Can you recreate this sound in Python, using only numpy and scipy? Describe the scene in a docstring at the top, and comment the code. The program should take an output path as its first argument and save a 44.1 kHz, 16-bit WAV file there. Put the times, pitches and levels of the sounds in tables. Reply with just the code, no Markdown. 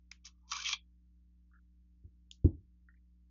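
"""Small catches click, then a steel slide scrapes forward along its rails and knocks free: a pistol is
taken apart close to the microphone in a small room. The frame touches the carpeted table, a loose lever
ticks, and the frame is set down with a dull thud. Faint handling ticks, mains hum, rumble and hiss lie
underneath. Metal sounds are short noise bursts or rubbing slips sent through ringing or coloured filters;
the thuds are soft pushes into the table's low modes, with a muffled rattle."""
import sys
import numpy as np
from scipy import signal
from scipy.fft import rfft, irfft, next_fast_len
from scipy.io import wavfile
from scipy.ndimage import uniform_filter1d, map_coordinates

SR = 44100
rng = np.random.default_rng(int(sys.argv[2]) if len(sys.argv) > 2 else 0)


def generate_wav(signal):
    """Clip the signal to [-1, 1] and save it as 16-bit WAV at the path in sys.argv[1]."""
    frames = np.transpose(np.atleast_2d(signal))
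    scaled = np.clip(frames, -1, 1) * 32767
    pcm = np.round(scaled).astype(np.int16)
    wavfile.write(sys.argv[1], SR, pcm)


N = 145530
T = np.arange(N) / SR  # time of every sample, in seconds

# centres of the bass, middle and treble tone settings of each click: pitch_hz
TONE_CENTRES_HZ = [1260, 2500, 5100]


def amp(db):
    """Turn decibels into gain."""
    return 10 ** (np.asarray(db) / 20)


def unit(x):
    """Scale a sound to an rms of 1."""
    return x / np.sqrt(np.mean(x ** 2) + 1e-20)


def along(points, hz):
    """Read a curve of (Hz, value) points, with frequency on a log axis."""
    point_hz, value = np.transpose(points)
    return np.interp(np.log(hz + 1), np.log(point_hz + 1), value)


def coloured(x, points):
    """Filter x to a curve of (Hz, dB) points, with no sound ahead of its cause."""
    m = 2 * next_fast_len(len(x) // 2 + 4096)
    curve_db = along(points, np.fft.rfftfreq(m, 1 / SR))
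    # folding the cepstrum (the spectrum of the log gain) forward in time makes the filter causal
    cepstrum = irfft(np.log(amp(curve_db)), m)
    cepstrum[1:m // 2] *= 2
    cepstrum[m // 2 + 1:] = 0
    response = np.exp(rfft(cepstrum))
    return irfft(rfft(x, m) * response, m)[:len(x)]


def above(x, hz):
    """Steep high-pass: keep what lies above hz."""
    return signal.sosfilt(signal.butter(8, hz, "high", fs=SR, output="sos"), x)


def add(track, start_s, x):
    """Mix x into the track at start_s."""
    i = round(start_s * SR)
    track[i:i + len(x)] += x[:N - i]


def ring(modes, t):
    """Add up dying sines, one for each (Hz, dB, t60) mode; t60 is the time to fall by 60 dB."""
    return sum(amp(db) * 1e-3 ** (t / t60) * np.sin(2 * np.pi * hz * t) for hz, db, t60 in modes)


def burst(length_s):
    """A short rough contact: noise that dies away, with the energy of rms 1 held for length_s."""
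    t = T[:SR // 4]
    x = rng.standard_normal(len(t)) * np.exp(-(t / length_s) ** 2)
    return x / np.linalg.norm(x) * np.sqrt(length_s * SR)


def steel(force, ring_db):
    """Contact force on slide and frame, heard directly and through the ringing steel."""
    # slide and frame ring together: pitch_hz, level_db, t60_s
    steel_modes = [(950, -18.5, .03), (1170, -8.5, .05), (1264, -7.5, .05), (1610, -13.5, .035),
                   (2220, -3, .035), (2420, -6, .03), (2790, -9.5, .03), (3188, 0, .05), (3336, -1.5, .05),
                   (3760, -8.5, .02), (4210, -10, .025), (4970, -1, .02), (5850, 0.5, .02),
                   (6380, -2, .025)]
    # tone of the direct contact sound: pitch_hz, level_db
    crack_tone = [(450, -76.5), (700, -34.5), (900, -10), (1200, 9.5), (1450, -2), (1900, -8), (2350, 6),
                  (2800, -6), (3250, 4), (4450, -1.5), (6200, 0), (7200, -9)]
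    direct = coloured(force, crack_tone)
    rung = signal.fftconvolve(force, ring(steel_modes, T[:SR // 4]))[:len(force)]
    both = unit(direct) + amp(ring_db) * unit(rung)
    return np.std(force) * above(both, 960)  # little is radiated below 960 Hz


def scrape():
    """Dense uneven slips on the rails ring the steel; the balance shifts as the slide runs forward."""
    # steel rubbing on the rails, a small nudge and then the full pull:
    # time_s, bass_level_db, middle_level_db, treble_level_db
    nudge = [(.238, -101.5, -90.5, -99), (0.253, -71, -60.5, -50), (0.27, -74, -59, -51.5),
             (0.288, -74.5, -70, -71.5), (0.309, -89.5, -104.5, -92)]
    pull = [(0.467, -94.5, -98, -92.5), (0.48, -84, -81.5, -68.5), (0.497, -75.5, -73.5, -60.5),
            (0.511, -66, -62, -50.5), (0.52, -48, -45.5, -43.5), (.543, -52.5, -51.5, -56),
            (0.569, -50.5, -47, -43.5), (0.589, -60, -52.5, -50), (.604, -55.5, -46.5, -45),
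            (0.614, -61.5, -53, -52), (.622, -60, -49, -43.5), (.633, -58, -56.5, -52.5),
            (0.644, -60, -50, -50), (.658, -58, -37.5, -45), (.677, -57, -36, -39.5),
            (.698, -53, -44, -42.5), (.724, -53, -45.5, -42), (0.737, -63, -60.5, -65),
            (.75, -83.5, -94.5, -95)]
    slips_per_s, slip_spread_db = 5000, 3.5
    chatter_db, chatter_points_per_s = 2.5, 257.1  # wandering loudness of the slips

    happens = rng.random(N) < slips_per_s / SR
    direction = rng.choice([-1, 1], N)
    slips = happens * direction * amp(slip_spread_db * rng.standard_normal(N))
    chatter = map_coordinates(rng.standard_normal(N // 10), [T * chatter_points_per_s])
    rubbing = steel(slips * amp(chatter_db * chatter), -3.5)

    spectrum = rfft(rubbing)
    hz = np.fft.rfftfreq(N, 1 / SR)
    below_middle, below_treble = [1 / (1 + (hz / edge) ** 16) for edge in (1850, 3600)]
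    bands = [below_middle, below_treble - below_middle, 1 - below_treble]
    time_s, *levels = np.transpose(nudge + pull)
    out = np.zeros(N)
    for band, level_db in zip(bands, levels):
        out += unit(irfft(spectrum * band, N)) * amp(np.interp(T, time_s, level_db))
    return out * (T > time_s[0]) * (T < time_s[-1])


def rasp():
    """Friction on the rails feeds one narrow band that climbs in pitch as the slide runs out."""
    # path of the rasp: time_s, pitch_hz, level_db
    rasp_path = [(0.427, 928.3, -100), (.439, 953, -77), (0.468, 948.8, -81.5), (0.507, 1013, -67),
                 (0.521, 1138, -47), (.545, 1158, -51), (0.567, 1159, -47), (.585, 1450, -54),
                 (0.603, 1580, -51), (.635, 1709, -71)]
    points_per_s = 190  # faster wandering makes the band wider
    time_s, pitch_hz, level_db = np.transpose(rasp_path)
    knots = rng.standard_normal((2, N // 10))
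    a, b = (map_coordinates(k, [T * points_per_s]) for k in knots)
    phase = 2 * np.pi * np.cumsum(np.interp(T, time_s, pitch_hz)) / SR
    band = unit(a * np.cos(phase) + b * np.sin(phase))
    return band * amp(np.interp(T, time_s, level_db, left=-np.inf, right=-np.inf))


def clicks():
    """The slide's lugs strike the frame and ring the steel; each contact has its own tone."""
    # strikes, levels before the tone: start_s, level_db, contact_s, bass_db, middle_db, treble_db
    strikes = [(0.516, -38, 0.0018, -1, -7, 8), (0.5188, -30, .004, -1.5, -1.5, -0.5),
               (.5302, -36.5, 0.0018, 1, 2.5, 1.5), (.533, -37, .004, 5, 1, 0),
               (.5645, -41, .008, 4, -5, 2.5), (.6475, -37, 0.0045, -14, 0.5, 1),
               (0.679, -35.5, 0.0015, -12, 2, -1), (.689, -32.5, .002, -6.5, 0.5, 2.5),
               (.6915, -30, 0.0016, -6, 1, 0), (0.7291, -31.5, 0.0036, 0, 9.5, 1),
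               (.732, -25, .002, -3, 2, -3)]
    out = np.zeros(N)
    for start_s, level_db, contact_s, *tone_db in strikes:
        tone = list(zip(TONE_CENTRES_HZ, tone_db))
        add(out, start_s, amp(level_db) * coloured(steel(burst(contact_s), -5.5), tone))
    return out


def snap(contact_s, modes, t60_s, low_hz):
    """A rough contact into the heavily damped modes of a small part, with its diffuse echo."""
    spill_db, spill_t60_s = -15, 0.2  # the room's smooth answer, its level before the low cut
    force = burst(contact_s)
    t = T[:len(force)]
    body = ring([(hz, db, t60_s) for hz, db in modes], t)
    # small parts radiate little below low_hz
    direct = np.std(force) * unit(above(signal.fftconvolve(force, body)[:len(t)], low_hz))
    spill = above(rng.standard_normal(len(t)), low_hz) * amp(spill_db - 60 * t / spill_t60_s)
    return direct + spill


def catches():
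    """Small catches inside the action click with hardly any ring of their own."""
    # clicks, levels before the tone: start_s, level_db, contact_s, bass_db, middle_db, treble_db
    catch_clicks = [(0.114, -53, 0.003, -3, -4, 7.5), (0.1159, -42, 0.0019, -1.5, 5, -3.5),
                    (.254, -55, 0.0017, -19.5, -19.5, 6.5), (0.2567, -54.5, 0.0037, -3, -5, 9),
                    (0.267, -48, 0.0018, -10, -1.5, 1.5)]
    # modes of the catches: pitch_hz, level_db
    catch_modes = [(950, -9), (1200, -17), (2320, 10), (3300, -4), (3950, 2), (5000, 8.5), (5600, -5),
                   (6150, 0)]
    out = np.zeros(N)
    for start_s, level_db, contact_s, *tone_db in catch_clicks:
        click = snap(contact_s, catch_modes, t60_s=.009, low_hz=950)
        add(out, start_s, amp(level_db) * coloured(click, list(zip(TONE_CENTRES_HZ, tone_db))))
    return out


def lever():
    """A loose lever in the frame snaps over: one contact into its heavily damped modes."""
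    # the single snap: start_s, level_db, contact_s
    lever_snap = (2.3128, -40, 0.001)
    # modes of the lever: pitch_hz, level_db
    lever_modes = [(2800, -18), (3200, -3), (3550, 2.5), (3900, -1.5), (4900, -2.5), (6200, 1), (6750, -1)]
    out = np.zeros(N)
    start_s, level_db, contact_s = lever_snap
    add(out, start_s, amp(level_db) * snap(contact_s, lever_modes, t60_s=.008, low_hz=2850))
    return out


def thuds():
    """Carpet spreads each blow into a soft push: only low table modes and a muffled rattle sound."""
    # the frame meets the carpet: start_s, level_db, push_s (half the time to the peak),
    # rattle_db (relative to the thud's level)
    blows = [(2.034, -50, .0008, -22), (2.0445, -37, .0012, -30), (2.444, -6.5, .0004, -23)]
    # table modes: pitch_hz, level_db, t60_s
    table_modes = [(62, -14, .11), (84, 0, .095), (126, -15, .15), (220, -19, .13), (285, -9, .08),
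                   (350, -11, .05), (415, -14, .045)]
    # tone of the muffled rattle: pitch_hz, level_db
    rattle_tone = [(25, -21), (70, -11), (150, -3.5), (330, 7.5), (480, -11.5), (700, -24.5), (1050, -30),
                   (1300, -54.5), (2200, -62), (2900, -51), (5000, -52), (7000, -56.5)]
    swell_s = .004  # the table takes up the weight
    rattle_t60_s, rattle_rise_s = .2, .005

    out, t = np.zeros(N), T[:SR // 2]
    for start_s, level_db, push_s, rattle_db in blows:
        push = (t / push_s) ** 4 * np.exp(-2 * t / push_s)
        table = ring(table_modes, t) * (1 - np.exp(-t / swell_s))
        boom = signal.fftconvolve(push / push.sum(), table)[:len(t)]
        rattle = unit(coloured(rng.standard_normal(len(t)), rattle_tone))
        rattle *= amp(rattle_db - 60 * t / rattle_t60_s)
        rattle *= 1 - np.exp(-(t / rattle_rise_s) ** 2)
        add(out, start_s, amp(level_db) * (rattle - boom))
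    return out


def ticks():
    """Loose parts shift in the hand, damped by the fingers: noise bursts kept near one pitch."""
    # faint ticks: start_s, level_db, length_s, pitch_hz
    hand_ticks = [(1.512, -80, 0.016, 1300), (1.534, -69.5, .012, 1536), (1.547, -74.5, .012, 1536),
                  (1.554, -71.5, 0.02, 1504), (1.583, -74.5, 0.0089, 1450), (2.886, -57, .003, 1639),
                  (2.898, -75, 0.017, 1630), (2.94, -74, .007, 1750), (2.964, -83.5, .02, 2050)]
    # tone around that pitch: multiple of the pitch, level_db
    tone_shape = [(.55, -55), (.76, -18.5), (.87, 4), (1, 2.5), (1.15, 1.5), (1.3, -29), (1.55, -56)]
    out = np.zeros(N)
    for start_s, level_db, length_s, pitch_hz in hand_ticks:
        force = burst(length_s)
        tone = [(pitch_hz * multiple, db) for multiple, db in tone_shape]
        add(out, start_s, amp(level_db) * np.std(force) * unit(coloured(force, tone)))
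    return out


def room(x):
    """Short diffuse answer of the small room: noise whose bands die at their own speeds."""
    # how long the room sounds: pitch_hz, t60_s
    room_decay = [(100, 0.43), (1000, 0.07), (3000, 0.13), (7000, 0.06)]
    delay_s = .004
    hz, t, z = signal.stft(rng.standard_normal(SR // 2), SR, nperseg=256)
    fade = amp(-60 * t / along(room_decay, hz)[:, None])
    tail = signal.istft(z * fade, SR, nperseg=256)[1]
    tail = np.pad(tail / np.linalg.norm(tail), (round(delay_s * SR), 0))
    return signal.fftconvolve(x, tail)[:N]


def suppress(x):
    """A noise suppressor turns each band down as it falls below the threshold."""
    threshold_db, from_hz = -99, 450  # nothing is turned down at or below from_hz
    hz, _, z = signal.stft(x, SR, nperseg=512)
    # power averaged over three neighbouring bands; abs guards against rounding below zero
    power = np.abs(uniform_filter1d(np.abs(z) ** 2, size=3, axis=1))
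    threshold = amp(threshold_db) ** 2 * (hz[:, None] > from_hz)
    gain = (power + 1e-20) / (power + threshold + 1e-20)
    return signal.istft(z * gain, SR, nperseg=512)[1][:, :N]


def background():
    """The microphone's own floor: odd mains harmonics over a faint rumble and hiss."""
    # mains hum: pitch_hz, level_db (rms)
    hum_lines = [(60, -63.5), (180, -75.5), (300, -86)]
    # tone of the rumble and hiss: pitch_hz, level_db
    floor_tone = [(20, -2.5), (60, 4), (110, -2), (250, -7.5), (400, -20), (600, -31.5), (2000, -32.5),
                  (6500, -36.5), (8000, -37), (20000, -40.5)]
    floor_db = -79.5
    hum = np.zeros(N)
    for hz, level_db in hum_lines:
        hum += np.sqrt(2) * amp(level_db) * np.sin(2 * np.pi * (hz * T + rng.random()))
    return hum + amp(floor_db) * unit(coloured(rng.standard_normal(N), floor_tone))


def scene():
    """Metal and thuds in the room; the deepest bass of the thuds is thinned."""
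    metal = scrape() + rasp() + clicks() + ticks()
    low = signal.sosfilt(signal.butter(1, 47, "high", fs=SR, output="sos"), thuds())
    echo = room(amp(-9.5) * metal + amp(-24) * low)
    # catches and lever carry their own diffuse echo
    return (catches() + lever() + metal + low + echo)[None]


def record(dry):
    """Noise suppression, then the hum and hiss of the electronics, and a steep band limit."""
    top_hz = 7030
    m = next_fast_len(N + SR // 2)
    keep = 1 / np.sqrt(1 + (np.fft.rfftfreq(m, 1 / SR) / top_hz) ** 110)
    return irfft(rfft(suppress(dry) + background(), m) * keep, m)[..., :N]


dry = scene()
out = record(dry)
generate_wav(out)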